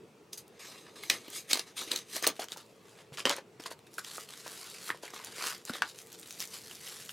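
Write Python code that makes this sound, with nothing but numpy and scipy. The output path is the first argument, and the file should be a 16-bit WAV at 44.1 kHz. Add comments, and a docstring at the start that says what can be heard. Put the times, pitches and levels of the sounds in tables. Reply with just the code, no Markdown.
"""Scissors are picked up, snip four times through a padded paper packet and are laid on a table: grainy
friction and noise-burst blows drive ringing steel. Fingers then open the packet and pull out crinkling
plastic wrap: clumped grains shaped by strokes, with sharp cracks. Soft thuds are decaying low sines.
A small furnished room adds sparse, decaying taps over a low hum of shaped noise; the sound is near-mono."""
import sys
import numpy as np
from scipy import signal
from scipy.io import wavfile
from scipy.ndimage import uniform_filter1d

SR = 44100
rng = np.random.default_rng(int(sys.argv[2]) if len(sys.argv) > 2 else 0)


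def gain_from_decibels(decibels):
    """Convert decibel values to linear amplitude factors."""
    exponent = np.asarray(decibels, float) / 20
    return 10 ** exponent


def generate_wav(sig):
    """Save sig (samples, or channels by samples) to the path in sys.argv[1] as 16-bit PCM at SR."""
    pcm = np.round(np.clip(np.atleast_2d(sig).T, -1, 1) * 32767).astype(np.int16)
    wavfile.write(sys.argv[1], SR, pcm)


N = 313992

# Blades sliding and shearing. Each row: peak in s, effort in dB, rise in s, fall in s, brightness in dB per octave.
SHEAR_STROKES = [(0.332, -48.5, 0.0069, 0.043, 7.5), (0.375, -49.5, 0.0013, 0.048, 8.5),
                 (0.595, -50.5, .004, 0.4, 3), (.74, -57.5, 0.29, .08, 0), (.87, -60, 0.032, 0.046, -2),
                 (0.959, -51, 0.0055, 0.15, 1.5), (1.03, -48, .01, 0.25, 3.5),
                 (1.109, -35, 0.0042, 0.077, 2), (1.25, -58.5, 0.11, 0.22, 1.5),
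                 (1.365, -41, 0.075, 0.07, 5.5), (1.45, -60.5, 0.0074, .04, 2),
                 (1.515, -33, 0.029, 0.021, 4.5), (1.55, -40.5, 0.026, 0.091, 2.5),
                 (1.594, -44, 0.0064, 0.039, 1.5), (1.674, -54, 0.014, 0.075, 1.5),
                 (1.774, -40.5, 0.015, .1, 4.5), (1.825, -45.5, 0.069, 0.052, 3.5),
                 (1.875, -48, 0.024, 0.13, 2), (1.916, -37.5, 0.011, 0.099, 1.5),
                 (1.98, -49.5, .04, 0.065, 5), (2.164, -39, 0.079, 0.062, 5),
                 (2.246, -33, 0.029, 0.024, 1.5), (2.281, -36.5, 0.025, 0.044, 1)]
# Rustling of packet and wrap, with a soft swell and the scatter as the scissors are laid down.
# Each row: peak in s, effort in dB, rise in s, fall in s, brightness in dB per octave.
RUSTLE_STROKES = [(2.37, -56.5, 0.05, 0.043, 0.5), (2.399, -40, 0.0085, 0.025, 0.5),
                  (2.42, -40, 0.0057, 0.033, -2), (2.531, -47.5, .05, 0.023, 1),
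                  (2.575, -52, .015, 0.086, 0), (2.65, -69.5, .05, 0.4, 1.5), (2.9, -59.5, .1, 0.074, 0),
                  (3.0, -57.5, 0.088, .08, -2), (3.144, -48, 0.019, 0.026, 0.5),
                  (3.178, -43, 0.0062, 0.064, -1.5), (3.26, -33.5, .008, 0.031, -3.5),
                  (3.308, -34.5, 0.042, 0.05, -3.5), (3.375, -49.5, .04, 0.038, -3),
                  (3.599, -50, 0.0037, 0.022, -1.5), (3.624, -55, 0.014, 0.061, 1),
                  (3.662, -40, 0.0073, 0.025, -1), (3.718, -43.5, 0.018, 0.021, 0.5),
                  (3.874, -60.5, 0.013, 0.022, 1), (3.94, -58, 0.025, 0.22, 3),
                  (3.988, -41.5, 0.009, 0.019, 4), (4.048, -44.5, 0.014, 0.0069, .5),
                  (4.08, -51, 0.044, 0.22, 1.5), (4.2, -49.5, 0.26, 0.095, 2.5),
                  (4.289, -52.5, .006, 0.74, 1.5), (4.462, -48.5, 0.018, .1, 0),
                  (4.53, -48.5, .05, 0.44, 1.5), (4.744, -52, .01, 0.079, 0.5), (4.89, -45, 0.13, .04, 2.5),
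                  (4.95, -56, .05, .05, -1), (5.033, -48.5, 0.013, 0.13, -0.5), (5.138, -49, 0.015, 0.2, 0),
                  (5.28, -52.5, 0.25, .15, -1), (5.459, -37.5, 0.14, 0.13, 0.5),
                  (5.706, -43, 0.056, 0.011, 0.5), (5.757, -44, 0.06, 0.064, -1.5),
                  (5.832, -52.5, 0.0061, 0.11, -4.5), (5.898, -52, 0.083, 0.033, 3.5),
                  (5.984, -56.5, 0.12, 0.135, 2.5), (6.147, -54.5, 0.078, 0.016, 1.5),
                  (6.34, -55.5, 0.44, 0.25, 2), (6.408, -46.5, 0.038, .08, 3),
                  (6.545, -47, 0.093, 0.094, 2), (6.71, -53, 0.28, 0.25, 2),
                  (6.87, -49.5, 0.084, 0.49, 2.5), (7.095, -54, .01, 0.08, 6.5)]
# Blows of the blades. Each row: time in s, level in dB, pitch in Hz, thump in dB re the blow.
SNIP_BLOWS = [(.3313, -32, 5150, -34), (.3793, -39, 6300, -29), (.479, -57.5, 6960, -30),
              (1.036, -32, 2100, -24), (1.0991, -10.5, 4000, -31), (1.1003, -13, 2430, -29),
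              (1.281, -39, 2820, -11), (1.3012, -38, 7500, -16), (1.5114, -23.5, 4280, -35),
              (1.5312, -9.5, 4370, -22.5), (1.5425, -24, 4220, -24), (1.5546, -27.5, 4520, -4),
              (1.573, -25.5, 3970, -9), (1.5939, -20.5, 4250, -17), (1.8164, -30.5, 1340, -15),
              (1.9155, -18, 4160, -24), (1.9335, -41, 4210, -5), (1.9602, -20.5, 4220, -35),
              (1.9744, -32, 4490, -19), (1.9881, -34, 3960, -29), (2.15, -35, 4450, -15),
              (2.1648, -24.5, 5400, -10.5), (2.2251, -24, 6430, -9), (2.243, -19, 2110, -21),
              (2.2672, -13, 4160, -10), (2.2736, -11.5, 9300, -13)]
# Scissors meeting the table. Each row: time in s, level in dB, pitch in Hz, thump in dB re the blow.
KNOCK_BLOWS = [(3.123, -45, 447, -26), (3.173, -27.5, 3630, -37), (3.203, -26, 2420, -15.5),
               (3.254, -10.5, 2980, -11), (3.271, -16, 1060, -14), (3.295, -12, 4140, -44),
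               (3.302, -19.5, 1090, -48), (3.365, -30, 6190, -22), (3.383, -30.5, 900, -26)]
# Stiff folds cracking. Each row: time in s, level in dB, pitch in Hz, thump in dB re the blow.
CRACK_BLOWS = [(2.394, -27, 678, -26), (2.419, -28.5, 4870, -26), (2.442, -30, 5840, -12),
               (2.485, -34, 3270, -25), (2.52, -23.5, 3920, -22), (2.562, -40, 894, -23),
               (2.5726, -33, 6300, -11), (3.6, -45.5, 960, 3), (3.638, -35, 3060, -23),
               (3.659, -30, 1016, -16), (3.714, -33.5, 960, -2), (3.7913, -47, 3900, -8),
               (3.941, -39, 6100, -20), (3.983, -24.5, 1480, -14), (4.047, -31.5, 3030, -41),
               (4.181, -31, 1340, -3), (4.463, -38.5, 930, 2.5), (4.479, -31.5, 6260, -16),
               (4.743, -40, 2660, -25), (4.892, -29.5, 1280, -20), (4.903, -16, 1810, -15),
               (4.946, -41, 900, 2), (5.035, -36.5, 950, -1.5), (5.079, -34.5, 2080, -33),
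               (5.136, -37, 1190, -2), (5.163, -38, 1050, -9), (5.199, -39, 1040, -13),
               (5.247, -28.5, 6800, -34), (5.383, -38, 4200, -1.5), (5.409, -32.5, 1170, -24),
               (5.441, -32.5, 1096, -26), (5.471, -23, 2980, -24), (5.53, -34, 3250, -12),
               (5.652, -29, 7500, -29), (5.696, -27.5, 1510, -3.5), (5.736, -27.5, 3780, -16),
               (5.754, -34.5, 1240, -3), (5.821, -13, 1606, -21.5), (5.8215, -21, 4470, -38),
               (5.988, -32.5, 6000, -30), (6.071, -39, 8000, -30), (6.128, -37, 7000, -30),
               (6.197, -34, 8450, -28), (6.23, -36, 4200, -28), (6.274, -37, 7260, -30),
               (6.296, -41, 7000, -25), (6.308, -29, 6030, -28), (6.326, -34, 7000, -25),
               (6.4035, -19, 6000, -29), (6.425, -25, 4780, -40), (6.454, -33, 6250, -27),
               (6.475, -33, 6380, -34), (6.543, -37, 8100, -23), (6.712, -32, 3020, -16),
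               (6.754, -35, 6130, -35), (6.876, -32.5, 3030, -31), (7.093, -27.5, 3060, -21)]
# Soft low bumps on the table. Each row: start in s, level in dB, pitch in Hz, t60 in s.
TABLE_THUDS = [(1.101, -39, 305, 0.066), (1.28, -36, 298, 0.03), (2.147, -33, 343, 0.027),
               (3.119, -42, 145, 0.1), (3.258, -30, 235, 0.056), (3.597, -34, 277, 0.023),
               (5.699, -25.5, 225, 0.039)]

# Resonances of the held blades. Each row: centre in Hz, width in Hz, relative level in dB.
BLADE_MODES = [(1244, 150, 15.5), (2320, 600, -1), (4210, 220, 5.5), (5130, 280, 3.5), (6630, 600, 3),
               (7990, 28, 6), (9830, 760, -3), (11420, 70, -10)]
# Resonances of the scissors lying loose. Each row: centre in Hz, relative level in dB, t60 in s.
STEEL_MODES = [(2080, -10, 0.23), (2600, -14, 0.13), (3000, 0, 0.18), (3130, 15, 0.11), (3670, -18, 0.18),
               (5152, -15, 0.2), (5370, -24, 0.18), (6860, 18, 0.082)]
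# Resonances of the wooden top. Each row: centre in Hz, width in Hz, relative level in dB.
TABLE_MODES = [(300, 45, -13), (571, 15, 18), (1050, 29, -9)]
# Resonances of the paper pouch. Each row: centre in Hz, width in Hz, relative level in dB.
SHEET_MODES = [(417, 270, -23), (930, 50, -22), (1610, 470, 9), (2840, 850, 3)]

# Spectrum of blade friction. Each row: frequency in Hz, relative density in dB per Hz.
SHEAR_SPECTRUM = [(88, -13), (150, -6), (354, 15.5), (790, 6), (1240, 5), (1480, 13), (4410, 9), (9000, 3),
                  (13200, -4), (16000, -26.5)]
# Spectrum of paper rustle. Each row: frequency in Hz, relative density in dB per Hz.
PACKET_SPECTRUM = [(88, -55), (150, -18), (422, -2.5), (871, -4.5), (1140, -1.5), (2060, -1), (2270, -2),
                   (4320, -1.5), (11000, -10.5), (14500, -19), (16000, -32)]
# Spectrum of plastic wrap. Each row: frequency in Hz, relative density in dB per Hz.
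WRAP_SPECTRUM = [(500, -19), (2500, 3), (6000, 8), (12000, 3.5), (16000, -10)]
# Spectrum of the hum. Each row: frequency in Hz, relative density in dB per Hz.
HUM_SPECTRUM = [(24, -39), (45, -32), (80, -18.5), (112, -1), (194, 0), (256, -4.5), (455, 4), (529, -5),
                (810, -10.5), (1180, -12.5), (1520, -18.5), (2700, -16.5), (2910, -20.5), (7540, -26),
                (13100, -33.5), (16000, -36.5)]
# Faint left-right difference under the hum. Each row: frequency in Hz, side re mid in dB.
HUM_SIDE_LEVEL = [(60, -14), (240, -17.5), (950, -7.5), (3770, -8.5), (15000, -17)]
# Decay of the room. Each row: frequency in Hz, t60 in s.
ROOM_DECAY = [(200, 0.1), (1000, 0.15), (4000, 0.093), (12000, 0.076)]
# Faint left-right difference following the sounds. Each row: frequency in Hz, level in dB re the mid
# tails ahead of ROOM_DB.
SIDE_LEVEL = [(200, -40), (1000, -28), (3000, -24.5), (8000, -18), (15000, -26)]

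HUM_RMS_DB = -58.5
WALL_MS, ROOM_DB, LEFT_DB = 6.4, -12, 0.29
WRAP_OUT_S = 5.6
EDGE_DB, BEND = 20, 1.3  # a stroke is EDGE_DB down one rise before and one fall after its rounded peak
SNIP_DECAY_MS, KNOCK_DECAY_MS, CRACK_DECAY_MS = 1.3, 0.84, 0.55
SNIP_SIZZLE_DB, KNOCK_SIZZLE_DB, CRACK_SIZZLE_DB = -6, -18, -13  # for a blow of MIDDLING_DB
MIDDLING_DB = -28
DULLING = 0.4  # dB of sizzle lost per dB of strength: harder blows put more into their own pitch


def evened(x):
    """Scales to rms 1."""
    return x / np.sqrt(np.mean(x ** 2) + 1e-20)


def peak_one(x):
    """Scales to peak 1."""
    return x / abs(x).max()


def read(points, hz):
    """Interpolates a table on a log-frequency axis."""
    f, value = np.transpose(points)
    return np.interp(np.log(hz + 1), np.log(f + 1), value)


def add(mix, start_s, sound):
    """Mixes a sound in place at start_s."""
    part = mix[round(start_s * SR):][:len(sound)]
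    part += sound[:len(part)]


def band(x, lo_hz, hi_hz):
    """Causal band-pass."""
    edges_hz = np.clip([lo_hz, hi_hz], 30, SR / 2 - 900)
    return signal.sosfilt(signal.butter(2, edges_hz, "band", fs=SR, output="sos"), x)


def ring(modes, size):
    """Impulse response of (Hz, width in Hz, dB) resonances: decaying sines, total energy 1."""
    t = np.arange(size) / SR
    y = sum(gain_from_decibels(db) * width_hz * np.exp(-np.pi * width_hz * t) * np.sin(2 * np.pi * hz * t)
            for hz, width_hz, db in modes)
    return y / np.linalg.norm(y)


def grains(per_s, spread_db, hiss, clump_db):
    """Tiny breaks of fibre, unequal in size and pitch, in clumps, over a share of smooth hiss."""
    size = gain_from_decibels(spread_db * np.minimum(rng.exponential(1, N), 3.5))
    size *= rng.random(N) < per_s / SR
    kind = rng.integers(0, 24, N)
    shapes = rng.standard_normal((24, 60)) * np.exp(-np.arange(60) / 14)
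    ticks = evened(sum(signal.oaconvolve(size * (kind == k), shape)[:N] for k, shape in enumerate(shapes)))
    clumps = evened(uniform_filter1d(uniform_filter1d(rng.standard_normal(N), 200), 200))
    return evened((ticks + hiss * rng.standard_normal(N)) * gain_from_decibels(clump_db * clumps))


def stroke(drive, spectrum, rows, patchy_db):
    """Sums strokes into one effort that colours and tilts the drive; random narrow patches swell and fade."""
    hz, frame_s, z = signal.stft(drive, SR, nperseg=256, noverlap=192)
    time_s = np.arange(0, N + 256, 16) / SR
    peak_s, effort_db, rise_s, fall_s, bright_db = np.transpose(rows)[:, :, None]
    away = np.where(time_s < peak_s, (peak_s - time_s) / abs(rise_s), (time_s - peak_s) / abs(fall_s))
    power = gain_from_decibels(2 * np.maximum(effort_db - EDGE_DB * away ** BEND, -200))

    # The strongest stroke rules the tilt, which pivots at 4 kHz and stays flat below 800 Hz.
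    tilt_db = np.interp(frame_s, time_s, (power * bright_db).sum(0) / power.sum(0))
    octaves = np.log2(np.maximum(hz[:, None], 800) / 4000)
    shape = gain_from_decibels(read(spectrum, hz)[:, None] + octaves * tilt_db)

    # Like shifting resonances.
    patches = rng.standard_normal(shape.T.shape)
    patches = uniform_filter1d(uniform_filter1d(patches, 30, 0), 2, 1).T
    shape *= gain_from_decibels(patchy_db * evened(uniform_filter1d(patches, 30, 1)))
    reference = shape[(hz > 2000) & (hz < 8000)]
    shape /= np.sqrt(np.mean(reference ** 2) * 6000 / (SR / 2))
    y = signal.istft(z * shape, SR, nperseg=256, noverlap=192)[1][:N]
    return y * np.interp(np.arange(N) / SR, time_s, np.sqrt(power.sum(0)))


def blows(rows, decay_ms, sizzle_db, body, body_db, sharp, spread, note_db, flutter_db, cycles):
    """Noise bursts, each about its own pitch, with thump, sizzle, flutter and the ring of the body."""
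    out, t = np.zeros(N), np.arange(2000) / SR
    noise = rng.standard_normal((len(rows), len(t)))
    u = t / (decay_ms / 1000)
    for (s, db, hz, thump_db), n in zip(rows, noise):
        burst = n * u ** sharp * np.exp(-u)
        broad = peak_one(band(burst, hz / spread, hz * spread))

        few_cycles = np.exp(-t * hz / cycles) * np.cos(2 * np.pi * hz * t)
        note = signal.fftconvolve(band(burst, hz / 1.2, hz * 1.2), few_cycles)[:len(t)]
        sizzle = peak_one(band(burst, 3300, 15000))
        thump = peak_one(band(band(burst, 260, 1300), 220, 900))
        # Loose parts settle.
        flutter = peak_one(band(n[::-1] * t * np.exp(-t / 0.0047), hz / 1.8, hz * 1.37))

        tick = peak_one(broad + gain_from_decibels(note_db) * peak_one(note))
        tick += gain_from_decibels(sizzle_db - DULLING * (db - MIDDLING_DB)) * sizzle
        tick += gain_from_decibels(thump_db) * thump + gain_from_decibels(flutter_db) * flutter
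        # The body answers mostly near the pitch of the blow.
        rung = gain_from_decibels(body_db) * signal.fftconvolve(tick, body) + np.pad(tick, (0, len(body) - 1))
        add(out, s - 0.5 * sharp * decay_ms / 1000, gain_from_decibels(db) * rung)  # a swelling burst starts early
    return out


def hum():
    """Steady, slightly patchy noise shaped in frequency, mostly alike in both channels."""
    frames, hz = N // 512 + 5, np.fft.rfftfreq(2048, 1 / SR)
    a, b, c, d, patches = rng.standard_normal((frames, 1025, 5)).T
    patches = evened(uniform_filter1d(uniform_filter1d(patches, 8, 0), 6, 1))
    mid = a + 1j * b
    side = gain_from_decibels(read(HUM_SIDE_LEVEL, hz))[:, None] * (c + 1j * d)
    z = np.array([mid + side, mid - side]) * gain_from_decibels(read(HUM_SPECTRUM, hz)[:, None] + 2.04 * patches)
    return gain_from_decibels(HUM_RMS_DB) * evened(signal.istft(z, nperseg=2048, noverlap=1536)[1][:, :N])


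def room(x):
    """Sparse taps from the first wall on, each band dying at its own speed; a faint left-right difference
    follows the sounds."""
    slots = np.arange(0, SR // 2, 20)
    taps = np.zeros((6, SR // 2 + 20))  # three mid sets, three side sets
    at = slots + rng.integers(0, 20, (6, len(slots)))
    np.put_along_axis(taps, at, rng.choice([-1., 1.], at.shape), 1)
    hz, t, z = signal.stft(taps, SR, nperseg=128)
    z[3:] *= gain_from_decibels(read(SIDE_LEVEL, hz))[:, None]
    decay = gain_from_decibels(-60 * t / read(ROOM_DECAY, hz)[:, None])
    tail = signal.istft(z * decay, SR, nperseg=128)[1]
    tail = np.pad(tail, ((0, 0), (round(WALL_MS * SR / 1000), 0))) / np.linalg.norm(tail[0])

    # Three tap sets take turns at 7 Hz, so that steady noise gets no fixed colouring.
    turn = 2 * np.pi * (7 * np.arange(N) / SR + np.arange(3)[:, None] / 3)
    fed = np.tile(x * np.cos(turn) * np.sqrt(2 / 3), (2, 1))
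    wet = signal.fftconvolve(fed, tail, axes=1)[:, :N]
    mid, side = x + gain_from_decibels(ROOM_DB) * wet[:3].sum(0), wet[3:].sum(0)
    return np.array([mid + side, mid - side])


def thuds():
    """A hand or handle meets the table: a few low cycles with a soft onset."""
    out, t = np.zeros(N), np.arange(8000) / SR
    onset = 1 - np.exp(-(t / 0.0019) ** 2)
    for s, db, hz, t60_s in TABLE_THUDS:
        add(out, s, gain_from_decibels(db - 60 * t / t60_s) * onset * np.sin(2 * np.pi * hz * t))
    return out


def packet():
    """Paper and wrap rustle in grains and crinkles; wrap once out adds sparse ticks; stiff folds crack."""
    wrap_out = [row for row in RUSTLE_STROKES if row[0] > WRAP_OUT_S]
    rustle_grains = grains(per_s=2000, spread_db=4.7, hiss=0.91, clump_db=2.15)
    crinkle_grains = grains(per_s=260, spread_db=3.2, hiss=0, clump_db=2.5)
    sparse_grains = grains(per_s=70, spread_db=3.3, hiss=0, clump_db=0)
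    rustle = stroke(rustle_grains, PACKET_SPECTRUM, RUSTLE_STROKES, patchy_db=2.5)
    crinkle = stroke(crinkle_grains, WRAP_SPECTRUM, RUSTLE_STROKES, patchy_db=3)
    sparse = stroke(sparse_grains, WRAP_SPECTRUM, wrap_out, patchy_db=3)
    cracks = blows(CRACK_BLOWS, CRACK_DECAY_MS, CRACK_SIZZLE_DB, ring(SHEET_MODES, size=2000), body_db=-19,
                   sharp=0.12, spread=2.24, note_db=-4.5, flutter_db=-14.5, cycles=1.3)
    return rustle + gain_from_decibels(-8.5) * crinkle + gain_from_decibels(-8) * sparse + cracks


def scissors():
    """Friction and snips excite the held blades; laid down, steel and table ring longer."""
    blades = ring(BLADE_MODES, size=1200)
    rub = grains(per_s=6000, spread_db=1.0, hiss=1.4, clump_db=1.5)
    rub = evened(rub + 0.43 * signal.oaconvolve(rub, blades)[:N])
    shear = stroke(rub, SHEAR_SPECTRUM, SHEAR_STROKES, patchy_db=3.0)
    snips = blows(SNIP_BLOWS, SNIP_DECAY_MS, SNIP_SIZZLE_DB, blades, body_db=-19.0,
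                  sharp=1.0, spread=2.03, note_db=-7.5, flutter_db=-16.5, cycles=2.8)

    # t60 becomes a width; the dB term cancels the width weighting in ring().
    steel = ring([(hz, 3.6 / t60_s, db + 20 * np.log10(t60_s)) for hz, db, t60_s in STEEL_MODES], size=9000)
    body = steel + 0.69 * ring(TABLE_MODES, size=9000)
    laid = blows(KNOCK_BLOWS, KNOCK_DECAY_MS, KNOCK_SIZZLE_DB, body, body_db=-15.5,
                 sharp=0.21, spread=2.02, note_db=-13.0, flutter_db=-17.0, cycles=1.5)
    return shear + snips + laid


def scene():
    """The sources share the room, over the hum."""
    return room(scissors() + packet() + thuds()) + hum()


def top_cut(x):
    """Nothing passes above the cut-off."""
    return signal.sosfilt(signal.butter(12, 16690, fs=SR, output="sos"), x)


def record(dry):
    """A high-pass drops the deep bass, the left is slightly louder, and a low-pass drops the top treble."""
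    thin = signal.sosfilt(signal.butter(1, 35, "high", fs=SR, output="sos"), dry)
    thin = thin * gain_from_decibels([[LEFT_DB], [0]])
    mix = signal.oaconvolve(thin, signal.firwin(255, 16500, fs=SR)[None], "same")
    return top_cut(mix)


dry = scene()
out = record(dry)
generate_wav(out)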